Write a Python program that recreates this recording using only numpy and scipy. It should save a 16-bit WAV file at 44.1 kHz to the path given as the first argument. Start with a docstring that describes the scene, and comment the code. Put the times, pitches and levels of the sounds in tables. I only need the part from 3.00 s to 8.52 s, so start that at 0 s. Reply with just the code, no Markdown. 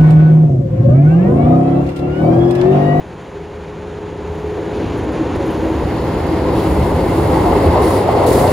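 """Beside the track at a steel girder bridge, a diesel locomotive hauls its coaches nearer and rolls onto the span.
Firing pulses ring the exhaust stack; rolling noise resonates in span, plates and wheels; rail joints strike them.
The rails carry a wavering hum, filtered-noise hiss and ticks ahead of the train, with bursts of friction sizzle.
Plate swells, gliding ring-outs, grinding and clacks join in. Two closely spaced microphone ports hear it all."""
import sys
import numpy as np
from scipy import signal
from scipy.fft import rfft, irfft, next_fast_len
from scipy.io import wavfile
from scipy.ndimage import uniform_filter1d

SR = 44100
rng = np.random.default_rng(int(sys.argv[2]) if len(sys.argv) > 2 else 0)


def output_pcm(signal):
    """Save a mono or channel-first signal as 16-bit PCM at the path in sys.argv[1].

    Samples are clipped to [-1, 1] before scaling.
    """
    pcm = np.clip(np.atleast_2d(signal).T, -1, 1) * 32767
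    wavfile.write(sys.argv[1], SR, np.round(pcm).astype(np.int16))


N = 243431
TIME = np.arange(N) / SR  # s
SIZE = next_fast_len(N + SR // 2)  # transform length, padded so that filters can ring out
FREQ = np.maximum(np.arange(SIZE // 2 + 1) * SR / SIZE, 1)  # Hz
SIDES = np.array([[1], [-1]])  # left, right


def from_db(db):
    """Logarithmic level: decibels become an amplitude gain."""
    return 10 ** (np.asarray(db) / 20)


def rms_one(x):
    """Power normalisation: scale to unit mean square."""
    return x / np.sqrt(np.mean(x ** 2) + 1e-20)


def steady(x, seconds=0.27):
    """Running power normalisation: unit power over every short stretch."""
    power = uniform_filter1d(np.mean(np.atleast_2d(x) ** 2, axis=0), max(int(seconds * SR), 64))
    return x / np.sqrt(power + 1e-12)


def in_time(rows):
    """Linear interpolation: one curve per column, a value for each sample."""
    s, *columns = np.transpose(rows)
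    return [np.interp(TIME, s, column) for column in columns]


def around(s, before_s, after_s):
    """Time window: the samples around a moment."""
    return slice(*np.searchsorted(TIME, [s - before_s, s + after_s]))


def colour(points):
    """Spectral envelope: gain against log frequency, falling 20 dB per octave beyond the table."""
    hz, db = np.transpose(points)
    octaves_outside = np.abs(np.log2(FREQ / np.clip(FREQ, hz[0], hz[-1])))
    return from_db(np.interp(np.log(FREQ), np.log(hz), db) - 20 * octaves_outside)


def resonances(modes):
    """Modal superposition: parallel resonators of alternating sign."""
    response = 0
    for k, (hz, width, db) in enumerate(modes):
        resonator = 1 / (1 + 1j * (FREQ ** 2 - hz ** 2) / (FREQ * width))
        response = response + (-1) ** k * from_db(db) * resonator
    return response


def filtered(x, response):
    """Linear filtering: multiply the spectrum by a frequency response."""
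    return irfft(rfft(x, SIZE) * response, SIZE)[..., :N]


def resonant(x, hz, width):
    """Resonant filtering: noise twice through one resonance, at unit power."""
    b, a = signal.iirpeak(hz, hz / width, fs=SR)
    once = signal.lfilter(b, a, x)
    return steady(signal.lfilter(b, a, once), seconds=0.062)


def drift(rate):
    """Low-pass random modulation: slow chance of spread 1, drawn at every 32nd sample."""
    size = SIZE // 32
    low_pass = 1 / (1 + (FREQ[:size // 2 + 1] / rate) ** 4)
    slow = irfft(rfft(rng.standard_normal(size)) * low_pass, size)
    return rms_one(np.interp(np.arange(N) * size / SIZE, np.arange(size), slow))


def wavering(hz, wander_hz, rate):
    """Frequency modulation: a tone of unit power whose pitch wanders."""
    turns = np.cumsum(hz + wander_hz * drift(rate)) / SR
    return np.sqrt(2) * np.sin(2 * np.pi * (rng.random() + turns))


def swaying(x, depth_s, rate):
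    """Doppler effect: a slowly changing path shifts all the pitches of a sound up and down together."""
    reading = TIME + depth_s * drift(rate)
    return np.array([np.interp(reading, TIME, channel) for channel in x])


def swell(s, half_s, db):
    """Gaussian envelope: rises to its top and falls again."""
    out, part = np.zeros(N), around(s, .5, .5)
    out[part] = from_db(db) * np.exp(-np.minimum(((TIME[part] - s) / half_s) ** 2, 20))
    return out


def blows(rows, rise_s, fall_s):
    """Impact response: each blow swells quickly and dies away exponentially."""
    out = np.zeros(N)
    for s, db in rows:
        part = around(s, 0, 10 * fall_s)
        age = TIME[part] - s
        out[part] += from_db(db) * (1 - np.exp(-age / rise_s)) * np.exp(-age / fall_s)
    return out


def ring_outs(rows):
    """Transient modes: short notes of the steelwork, with any glide in pitch as the load moves on."""
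    out = np.zeros(N)
    for (s, half_s, hz, db, glide_hz_per_s), phase in zip(rows, rng.random(len(rows))):
        part = around(s, .5, .5)
        age = TIME[part] - s
        turns = phase + hz * age + .5 * glide_hz_per_s * age ** 2
        out[part] += swell(s, half_s, db)[part] * np.sin(2 * np.pi * turns)
    return np.sqrt(2) * out


# diffuse share of the sound at the ports, far and near: (frequency [Hz], side-to-mid level [dB])
DIFFUSE_FAR = [(60, -26), (200, -20), (400, -14.5), (750, -11.5), (1200, -12), (2000, -65), (3400, -17),
               (6200, -57), (8300, -48), (9600, -11), (11500, -40), (13000, -40), (15000, -16)]
DIFFUSE_NEAR = [(60, -31), (200, -19), (400, -16.5), (750, -3), (1100, -9), (1600, 1.5), (2050, -9.5),
                (2400, -3.5), (4000, -4.5), (6000, -1), (9500, -4.5), (11500, -22), (13000, -15),
                (15000, -12)]


def noise(near, lead_s=0):
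    """Spatial coherence: stereo white noise whose diffuse part changes from its far to its near share."""
    direct, diffuse = rng.standard_normal((2, N))
    far, close = filtered(diffuse, np.array([colour(DIFFUSE_FAR), colour(DIFFUSE_NEAR)]))
    if lead_s:
        direct = filtered(direct, np.exp(1j * np.pi * FREQ * lead_s * SIDES))  # left ahead of right
    return direct + ((1 - near) * far + near * close) * SIDES


def share(bass_db, loaded, part):
    """Load transfer: the level of one part of the bass shifts with the weight on the span."""
    empty_db, weight_db = part
    return bass_db + empty_db + weight_db * loaded


MIDWAY_DB = -28  # rolling level at which a law gives its own level


def follow(rolling_db, loaded, law):
    """Forced vibration: a part follows the rolling wheels, more strongly once they are on the span."""
    midway_db, slope, empty_db = law
    return midway_db + slope * (rolling_db - MIDWAY_DB) - empty_db * (1 - loaded)


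# exhaust stack resonances: (frequency [Hz], width [Hz], relative level [dB])
STACK_MODES = [(89.5, 71, -7), (164.7, 24.7, 7.5), (206, 77, -2)]
# clean exhaust tones: (multiple of the firing rate [1], relative level [dB])
EXHAUST_TONES = [(1, -0.5), (2, -3.5)]
FIRING_HZ = 80.9  # mean rate


def exhaust(stack_db, throb_db, rough=0.18, gas=0.17, wander=.007, surge_db=2.5, count=12):
    """Pulse excitation: unequal cylinder puffs ring the stack over a clean throb at the firing rate."""
    turns = np.cumsum(FIRING_HZ * (1 + wander * drift(4))) / SR
    fires = np.flatnonzero(np.diff(np.floor(turns)))
    cylinders = 1 + rough * rng.standard_normal(count)
    puffs = np.zeros(N)
    puffs[fires] = cylinders[np.arange(len(fires)) % count] + rough * rng.standard_normal(len(fires))
    puffs += gas * np.exp(-3 * (turns % 1)) * rng.standard_normal(N)  # turbulent gas follows each puff
    muffler = 1 / (1 + 1j * FREQ / 420) ** 2
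    stack = from_db(stack_db) * steady(filtered(puffs, resonances(STACK_MODES) * muffler), seconds=0.052)
    throb = 0
    for multiple, db in EXHAUST_TONES:
        level = from_db(throb_db + db + surge_db * drift(5.4))
        throb = throb + level * np.sin(2 * np.pi * multiple * turns)
    return stack + np.sqrt(2) * throb


# wheels on rail joints, before attack and decay: (time [s], plate clang [dB], span thump [dB])
RAIL_JOINTS = [(1.57, -16.5, -40), (1.795, -22, -30), (2.071, -33, -25), (2.201, -30, -25),
               (2.37, -37, -20), (2.644, -16, -31), (2.835, -32, -12.5), (3.29, -25, -31),
               (3.489, -15, -27), (3.668, -26, -17), (3.826, -24, -14), (3.94, -26, -27), (4.465, -23, -24),
               (4.538, -15, -30), (4.66, -18, -17), (4.825, -26, -16), (4.94, -15, -17), (5.14, -18, -25),
               (5.306, -13, -14), (5.42, -25, -13)]
# spectral envelope of the span: (frequency [Hz], relative level [dB])
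SPAN_COLOUR = [(20, -21), (35, -22), (48, -7.5), (62, -0.5), (84, -6), (108, -3), (140, -11), (200, -11.5),
               (300, -24)]
# higher boom right under the locomotive, passed twice: (frequency [Hz], width of one pass [Hz])
CLOSE_SPAN_MODE = (102.3, 40)
# deep surges of the span: (time of top [s], half length [s], pitch [Hz], level [dB])
SPAN_SURGES = [(0.898, .045, 82, -31.5), (1.314, 0.051, 82.4, -29), (1.48, 0.047, 79.5, -29.5),
               (1.868, 0.04, 80, -30), (1.997, 0.069, 106, -27), (2.259, 0.046, 68.5, -28),
               (2.762, 0.057, 72.4, -26), (3.059, 0.027, 130, -22), (3.55, 0.044, 125, -23),
               (3.35, .036, 85, -19), (3.7, .04, 69, -20), (3.79, .05, 172, -23.5), (3.807, 0.052, 76, -18),
               (3.83, 0.028, 120, -17.5), (3.951, 0.027, 75, -17.5), (4.63, .04, 89, -18),
               (4.681, .035, 80.6, -13.5), (4.98, 0.065, 101, -23)]


def span_rumble(rumble_db, near, close_db=7):
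    """Structure-borne sound: the span rumbles under the wheels, thumps at each joint and surges at times."""
    thump_rows = [(s, thump_db) for s, _, thump_db in RAIL_JOINTS]
    thumps = blows(thump_rows, rise_s=0.0015, fall_s=0.024)
    close_response = resonances([(*CLOSE_SPAN_MODE, 0)]) ** 2
    close = from_db(close_db) * near ** 6 * filtered(noise(near), close_response)
    rumble = steady(filtered(noise(near), colour(SPAN_COLOUR)) + close, seconds=0.051)
    surges = ring_outs([(*surge, 0) for surge in SPAN_SURGES])  # no glide
    return np.hypot(from_db(rumble_db), thumps) * rumble + surges


# web plates of the girders, before contact smoothing: (frequency [Hz], width [Hz], relative level [dB])
PLATE_MODES = [(232, 120, -19.5), (297, 26, -3.5), (363, 37, -2.5), (411, 30.6, -3.5), (469, 60, -7.5),
               (518, 33.5, -4.5), (571, 43, -9.5)]
# plates and wheel discs ringing out: (time of top [s], half length [s], pitch [Hz], level [dB], glide [Hz/s])
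STEEL_RINGS = [(.38, 0.062, 398, -32.5, -100), (2.13, .04, 508, -29.5, 0), (2.26, 0.012, 507, -25.5, 0),
               (2.42, 0.039, 548, -25, -500), (2.67, 0.047, 517, -23.5, -300),
               (3.46, 0.045, 518, -21.5, 200), (3.76, .07, 428, -27, 0), (4.0, 0.061, 529.5, -22.5, 0),
               (4.33, .033, 513, -19, 600), (4.475, 0.016, 710, -20, -1500),
               (4.555, .035, 415, -15.5, -700), (4.65, 0.022, 530.5, -17, -400),
               (4.775, 0.019, 603, -18, 0), (4.78, .03, 1040, -28.5, -1200),
               (4.84, 0.038, 385, -15.5, -1100), (4.95, .035, 410, -22, 0), (5.125, 0.047, 863.5, -22.5, 0),
               (5.16, 0.032, 529, -20, 0), (5.17, 0.044, 435, -22, 700), (5.21, .022, 577, -20, 0),
               (5.25, 0.021, 696, -17, -1200), (5.285, .022, 464, -15, -1500), (5.32, 0.023, 538, -19, 3),
               (5.345, 0.045, 380, -20.5, 1100), (5.4, 0.038, 521, -17, 1200),
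               (5.44, 0.042, 720, -20.5, 900), (5.495, .02, 605, -17, -1000)]
# spectral envelope of the wheel roar, also part of each clang: (frequency [Hz], relative level [dB])
ROAR_COLOUR = [(150, -10), (270, -1.5), (520, 3), (590, -1.5), (640, 0.5), (712, 3), (780, 1.5), (860, 2.5),
               (1000, 0.5), (1130, -6.5), (1300, -18), (1800, -22.5)]
GIRDER_LOW, GIRDER_HIGH = (263.4, 116), (493, 170)  # broad ringing, passed twice: Hz, width of one pass in Hz


def girders(drone_db, near, loaded, low_db=-14, weight_db=11, close_low_db=-2, high_db=-3):
    """Modal excitation: rough treads and joints ring the plates, low ones under weight, high ones close by."""
    contact = 1 / (1 + (FREQ / 760) ** 6) / (1 + (170 / FREQ) ** 4)  # the contact patch smooths short bumps
    plates = resonances(PLATE_MODES) * contact
    ringing = swaying(filtered(noise(near), plates), depth_s=.0014, rate=2.96)
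    close = near ** 6
    low_gain = from_db(low_db + weight_db * loaded ** 2 + close_low_db * close)
    low = low_gain * filtered(noise(near), resonances([(*GIRDER_LOW, 0)]) ** 2)
    high = from_db(high_db) * close * filtered(noise(near), resonances([(*GIRDER_HIGH, 0)]) ** 2)
    rolling = from_db(drone_db) * steady(ringing + low + high, seconds=0.07)
    struck = plates + contact * resonances([(302, 5.9, 0.0051)]) + from_db(-31.0) * colour(ROAR_COLOUR)
    clang_rows = [(s, clang_db) for s, clang_db, _ in RAIL_JOINTS]
    clangs = blows(clang_rows, rise_s=0.0016, fall_s=0.033)
    knocks = clangs * steady(filtered(noise(near), struck), seconds=0.044)
    return rolling + knocks + ring_outs(STEEL_RINGS)


def wheel_roar(rolling_db, near, roar_db=1.4, close_db=2.0):
    """Rolling contact noise: a mid-range roar; the closest bogie adds a hollow ring of its wheel discs."""
    rolling = swaying(filtered(noise(near), colour(ROAR_COLOUR)), depth_s=0.001207, rate=4.05)
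    discs = from_db(10.5) * near ** 12 * filtered(noise(near), resonances([(627, 400, 0)]) ** 2)
    return from_db(rolling_db + roar_db + close_db * near) * steady(rolling + discs, seconds=0.07)


# singing hum of the track, before wavering: (time [s], reference level [dB], reference pitch [Hz])
HUM_COURSE = [(0, -45, 419), (.24, -46, 419.5), (.33, -33, 418.5), (.5, -37, 417.7), (.75, -34, 415.5),
              (1.1, -28.5, 418), (1.2, -31, 418), (1.28, -27, 417.7), (1.5, -25, 419.2), (1.58, -27.5, 419),
              (1.95, -28.5, 418.5), (2.3, -38, 416.1), (4.0, -28, 418.6), (5.52, -25, 413)]
# its tones: (multiple of the pitch [1], relative level [dB], rms wander [Hz])
HUM_PARTIALS = [(1, -1, 0.82), (.925, -11, 3.097), (.86, -19, 1.8), (1.052, -15, 3.2), (1.187, -19, 1.95),
                (1.247, -16.5, 2.5), (2.12, -23, 3.2)]


def track_hum(waver_db=1.4):
    """Inharmonic partials: one clear, steadier tone among fainter, more wavering ones."""
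    hum_db, pitch_hz = in_time(HUM_COURSE)
    tones = 0
    for multiple, db, wander_hz in HUM_PARTIALS:
        tones = tones + from_db(db) * wavering(multiple * pitch_hz, wander_hz, rate=5.4)
    return from_db(hum_db + waver_db * drift(15)) * tones


# spectral envelopes of the hiss, far and near: (frequency [Hz], relative level [dB])
FAR_HISS_COLOUR = [(700, -9), (1200, 2), (1500, 1.5), (2000, -2), (2700, -5.5), (4000, -12), (5400, -19.5),
                   (6900, -16.5), (8500, -20.5), (10000, -28.5), (15000, -52)]
NEAR_HISS_COLOUR = [(800, -17), (1250, 2.5), (1600, -7), (2100, 2), (2420, -8.5), (2650, -2.5), (3200, -5),
                    (4600, -4.5), (5400, -12), (6200, -20.5), (7200, -11.5), (10000, -50)]


def rail_hiss(hiss_db, bright_db, near, flutter_db=0.7, split_hz=2500):
    """Waveguide transmission: a smooth far hiss; near by it moves left and takes on the wheels' colour."""
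    far = rms_one(filtered(noise(0), colour(FAR_HISS_COLOUR)))
    close = rms_one(filtered(noise(1.0, lead_s=2.4e-5), colour(NEAR_HISS_COLOUR)))
    mix = np.sqrt(1 - near) * far + np.sqrt(near) * close
    dull = filtered(mix, 1 / (1 + (FREQ / split_hz) ** 8))
    hiss = from_db(hiss_db) * steady(dull) + from_db(bright_db) * steady(mix - dull)
    return from_db(1.0 * near + flutter_db * drift(26)) * hiss


SPURT_RELEASE_S = 0.089


def held(start_s, length_s, attack_s):
    """Amplitude envelope: linear attack, hold and release of a spurt."""
    attack = np.clip((TIME - start_s) / attack_s, 0, 1)
    release = np.clip((start_s + length_s - TIME) / SPURT_RELEASE_S + 1, 0, 1)
    return attack * release


# sizzle of the wheel treads, before its grain: (time [s], level [dB])
TREAD_SIZZLE = [(0, -69), (1.22, -71), (1.36, -61), (1.8, -64), (2.36, -63), (2.52, -54.5), (3.15, -49.5),
                (3.5, -49), (3.6, -42), (4.05, -45), (4.16, -41), (4.68, -42.5), (4.79, -44), (5.17, -44.5),
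                (5.52, -35.5)]
# spectral envelope of the sizzle: (frequency [Hz], relative level [dB])
SIZZLE_COLOUR = [(2500, -22), (4500, -3), (6000, -4.5), (7000, 0), (8300, 3.5), (9300, 2), (10300, 3),
                 (11600, -.8), (13200, -2.8), (15600, -3)]
# high modes of the rails: (frequency [Hz], width [Hz], relative level [dB])
HIGH_RAIL_MODES = [(6968, 16, 0), (7273, 18, 1), (8155, 12, 2), (8473, 26, 3), (8817, 12, 2), (9335, 18, 0),
                   (10170, 12, 4), (10437, 26, 1), (11061, 16, 1), (11418, 12, 1), (12989, 22, 0),
                   (14967, 12, 1)]
# spurts of harsh wheel hiss, length before release: (start [s], length [s], attack [s],
# sizzle [dB], rasp [dB], rasp centre [Hz], singing [dB])
HISS_SPURTS = [(1.73, 0.21, .01, -67, -44, 2750, -72), (2.126, 0.501, 0.028, -70, -46.5, 2200, -72),
               (3.54, 0.08, .025, -54, -40.5, 3300, -60), (4.808, .16, .015, -38.5, -40.5, 4230, -43),
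               (5.26, 0.015, 0.0089, -30, -34, 3830, -42), (5.316, 0.09, 0.014, -32.5, -37.5, 4200, -50),
               (5.46, .11, .015, -49, -39, 3800, -44)]
# ticks running ahead in the rails, before attack and decay: (time [s], strength [dB])
RAIL_TICKS = [(1.7607, -53), (1.9503, -55), (1.9717, -49), (1.982, -51), (2.0291, -52), (2.039, -57),
              (2.1189, -48), (2.1503, -54), (2.2012, -56), (2.3538, -46), (2.4012, -54), (2.4217, -54),
              (2.446, -55), (2.4601, -47), (2.5045, -42), (2.5704, -52), (2.965, -47), (3.04, -48),
              (4.622, -42), (4.655, -40), (4.855, -34), (4.88, -35), (4.905, -36), (5.262, -34),
              (5.326, -38)]
RASP_WIDTH_HZ, RASP_ROUGH_DB = 2300, 1.8  # width of one of two passes; rms roughness
SINGING_HZ, SINGING_WIDTH_HZ = 10000, 2300  # passed twice; width of one pass


def sizzle(near, grain_db=1.0, sputter_db=1.0):
    """Frictional excitation: treads, sputtering spurts and ticks drive high rail modes; spurts rasp lower."""
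    ringing = sum(np.abs(resonances([mode])) ** 2 for mode in HIGH_RAIL_MODES)
    rail = colour(SIZZLE_COLOUR) * np.sqrt(1 + 2 * ringing)
    friction_gain = from_db(in_time(TREAD_SIZZLE)[0] + grain_db * drift(60))
    friction = friction_gain * rms_one(filtered(noise(near), rail))
    harsh = from_db(sputter_db * drift(70)) * rms_one(filtered(noise(near), rail))
    singing_response = rail * resonances([(SINGING_HZ, SINGING_WIDTH_HZ, 0)]) ** 2
    singing = from_db(sputter_db * drift(40)) * rms_one(filtered(noise(near), singing_response))
    grit = from_db(RASP_ROUGH_DB * drift(90)) * noise(near)
    spurts = 0
    for s, length_s, attack_s, db, rasp_db, rasp_hz, singing_db in HISS_SPURTS:
        rasp = from_db(rasp_db) * resonant(grit, rasp_hz, RASP_WIDTH_HZ)
        spurt = from_db(db) * harsh + rasp + from_db(singing_db) * singing
        spurts = spurts + held(s, length_s, attack_s) * spurt
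    tick_noise = rms_one(filtered(noise(near), rail * resonances([(10300, 4500, 0)]) ** 2))
    ticks = blows(RAIL_TICKS, rise_s=.002, fall_s=0.012) * tick_noise
    return friction + spurts + ticks


# loudest swells of the strongest plate mode: (time of top [s], half length [s], level [dB])
BOOM_SWELLS = [(1.577, 0.024, -32), (1.66, 0.033, -27.5), (1.824, 0.018, -27), (2.086, 0.017, -18.5),
               (2.17, 0.017, -21.5), (2.215, 0.015, -14), (2.485, 0.018, -16.5), (2.405, 0.02, -20.5),
               (2.635, 0.034, -23.5), (2.733, .04, -21.5), (2.856, .016, -21), (2.95, 0.017, -21.5),
               (3.336, 0.054, -18.5), (3.492, 0.02, -17), (3.567, .026, -15.5), (3.679, 0.031, -17.5),
               (3.766, .029, -19), (4.188, 0.023, -15.5), (4.356, 0.033, -20), (4.485, .021, -17.5),
               (4.673, 0.022, -17.5), (4.867, 0.023, -18)]
BOOM_HZ, BOOM_RISE_HZ = 320, 6  # mean pitch far off, rise at full nearness
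BOOM_WIDTH_HZ, BOOM_DB = 35, -29  # width of one of two passes; level between swells under full weight


def panel_boom(near, loaded, rough_db=-12):
    """Dominant mode: the strongest plate note wavers in pitch under the weight and swells now and then."""
    boom_response = resonances([(BOOM_HZ, BOOM_WIDTH_HZ, 0)]) ** 2
    rough = steady(filtered(noise(near), boom_response), seconds=0.058)
    tone = wavering(BOOM_HZ + BOOM_RISE_HZ * near, wander_hz=3.21, rate=8.7)
    note = tone + from_db(rough_db) * rough
    swells = sum(swell(*row) for row in BOOM_SWELLS)
    return np.hypot(loaded * from_db(BOOM_DB), swells) * rms_one(note)


# surges as a bogie grinds along the rails, each passed twice:
# (time of top [s], half length [s], centre [Hz], width of one pass [Hz], level [dB])
BOGIE_GRINDS = [(1.84, 0.066, 263, 110, -26.5), (3.5, 0.072, 604, 300, -30.5),
                (4.338, 0.051, 900, 401, -21.5), (4.493, 0.081, 860, 607, -24.5),
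                (4.783, 0.041, 870, 650, -16.5), (5.125, 0.065, 795.6, 350, -19.5),
                (5.228, 0.033, 693, 447, -16), (5.312, 0.076, 440, 217, -21), (5.445, 0.034, 673, 350, -20)]
# hard clacks of the nearest wheels, before attack and decay: (time [s], centre [Hz], strength [dB])
WHEEL_CLACKS = [(3.752, 732, -19), (3.827, 790, -16), (4.305, 600, -20), (4.461, 760, -15),
                (4.525, 801, -14), (4.672, 615, -11), (4.753, 640, -18), (5.087, 770, -9),
                (5.173, 716, -11), (5.238, 686, -12), (5.403, 620, -12)]
CLACK_FALL_S, CLACK_WIDTH_HZ = 0.0082, 500  # decay time constant, width of one of two passes


def grinding(near):
    """Forced resonance: each surge and each clack of the wheels rings its own broad resonance."""
    contact = filtered(noise(near), 1 / (1 + (FREQ / 1150) ** 12))
    out = np.zeros((2, N))
    for s, half_s, hz, width, db in BOGIE_GRINDS:
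        part = around(s, .5, .5)
        out[:, part] += swell(s, half_s, db)[part] * resonant(contact[:, part], hz, width)
    for s, hz, db in WHEEL_CLACKS:
        part = around(s, .1, .2)
        clack = blows([(s, db)], rise_s=0.0014, fall_s=CLACK_FALL_S)[part]
        out[:, part] += clack * resonant(contact[:, part], hz, CLACK_WIDTH_HZ)
    return out


# the locomotive on its way: (time [s], nearness [0-1], share of its weight on the span [0-1])
LOCOMOTIVE_POSITION = [(0, 0, 0), (1.35, 0, 0.23), (1.8, 0, 0.81), (2.7, 0.01, 1), (2.95, 0.39, 0.84),
                       (3.6, 0.64, 0.85), (5.2, 0.93, 0.9)]
# rolling noise of the wheels, which also drives girders and rails: (time [s], reference level [dB])
WHEEL_ROLLING = [(0, -39.5), (.8, -38), (1.4, -34.5), (1.9, -30), (2.6, -27.5), (3.1, -26.5), (3.5, -24.5),
                 (4.22, -23), (4.45, -20), (4.6, -20), (4.75, -19.5), (4.9, -20), (5.05, -22), (5.2, -20.5),
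                 (5.33, -19.5), (5.52, -19)]
# bass shared by exhaust and span: (time [s], reference level [dB])
BASS_LEVEL = [(0, -33), (.35, -34.5), (.85, -31), (1.3, -29), (1.68, -29.5), (1.87, -24), (2.15, -27.5),
              (2.8, -23.5), (3.45, -21), (3.7, -19.5), (4.3, -17.5), (4.75, -18), (5.05, -21.5),
              (5.52, -17)]
# shares of the bass: (offset with span empty [dB], change under full weight [dB])
SPAN_BASS_SHARE = (-5, 5.1)
STACK_BASS_SHARE = (-5, -0.87)
THROB_BASS_SHARE = (-9, -4)
# following the wheels: (level at MIDWAY_DB [dB], slope [dB/dB], reduction with span empty [dB])
GIRDER_LAW = (-21, 0.65, 8.6)
DULL_HISS_LAW = (-36, 0.54, 2.7)
CLEAR_HISS_LAW = (-43, 0.51, 2.56)


def scene():
    """Superposition: all sources add; the bass shifts from exhaust to span as the locomotive rolls on."""
    rolling_db, = in_time(WHEEL_ROLLING)
    bass_db, = in_time(BASS_LEVEL)
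    near, loaded = np.clip(in_time(LOCOMOTIVE_POSITION), 0, 1)
    engine = exhaust(share(bass_db, loaded, STACK_BASS_SHARE), share(bass_db, loaded, THROB_BASS_SHARE))
    rumble = span_rumble(share(bass_db, loaded, SPAN_BASS_SHARE), near)
    drone = girders(follow(rolling_db, loaded, GIRDER_LAW), near, loaded)
    roar = wheel_roar(rolling_db, near)
    hum = track_hum()
    dull_db = follow(rolling_db, loaded, DULL_HISS_LAW)
    bright_db = follow(rolling_db, loaded, CLEAR_HISS_LAW)
    hiss = rail_hiss(dull_db, bright_db, near)
    treble = sizzle(near)
    boom = panel_boom(near, loaded)
    return engine + rumble + drone + roar + hum + hiss + treble + boom + grinding(near)


# the casing turns the phase between the ports: (frequency [Hz], left lead [rad])
CASING_PHASE = [(0, 0), (450, 0), (780, -.3), (1200, 0), (6700, 0), (7200, 1.1), (7850, 3.05), (8650, 3.1),
                (9200, 1.4), (10300, .9), (11000, 0), (13200, 0), (14400, -1.1), (15800, -1.7)]
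# the casing shades one of the ports: (frequency [Hz], left minus right level [dB])
CASING_BALANCE = [(100, 0.3), (300, 0.25), (1200, 1), (1800, -2), (2800, 1), (4500, 0.5), (6000, 1.5),
                  (9800, -0.5), (12000, 0.5)]
CUTOFF_HZ = 15800


def record(dry):
    """Diffraction and saturation: peaks are rounded, the ports differ in phase and level, the top is cut."""
    turn = np.interp(FREQ, *np.transpose(CASING_PHASE))
    shade = from_db(np.interp(FREQ, *np.transpose(CASING_BALANCE)))
    ports = np.exp(.5 * (np.log(shade) + 1j * turn) * SIDES)  # half the difference to each side
    low_pass = 1 / np.sqrt(1 + (FREQ / CUTOFF_HZ) ** 240)
    rounded = dry / (1 + np.abs(dry / .98) ** 10) ** .1
    return filtered(rounded, ports * low_pass)


dry = scene()
out = record(dry)
output_pcm(out)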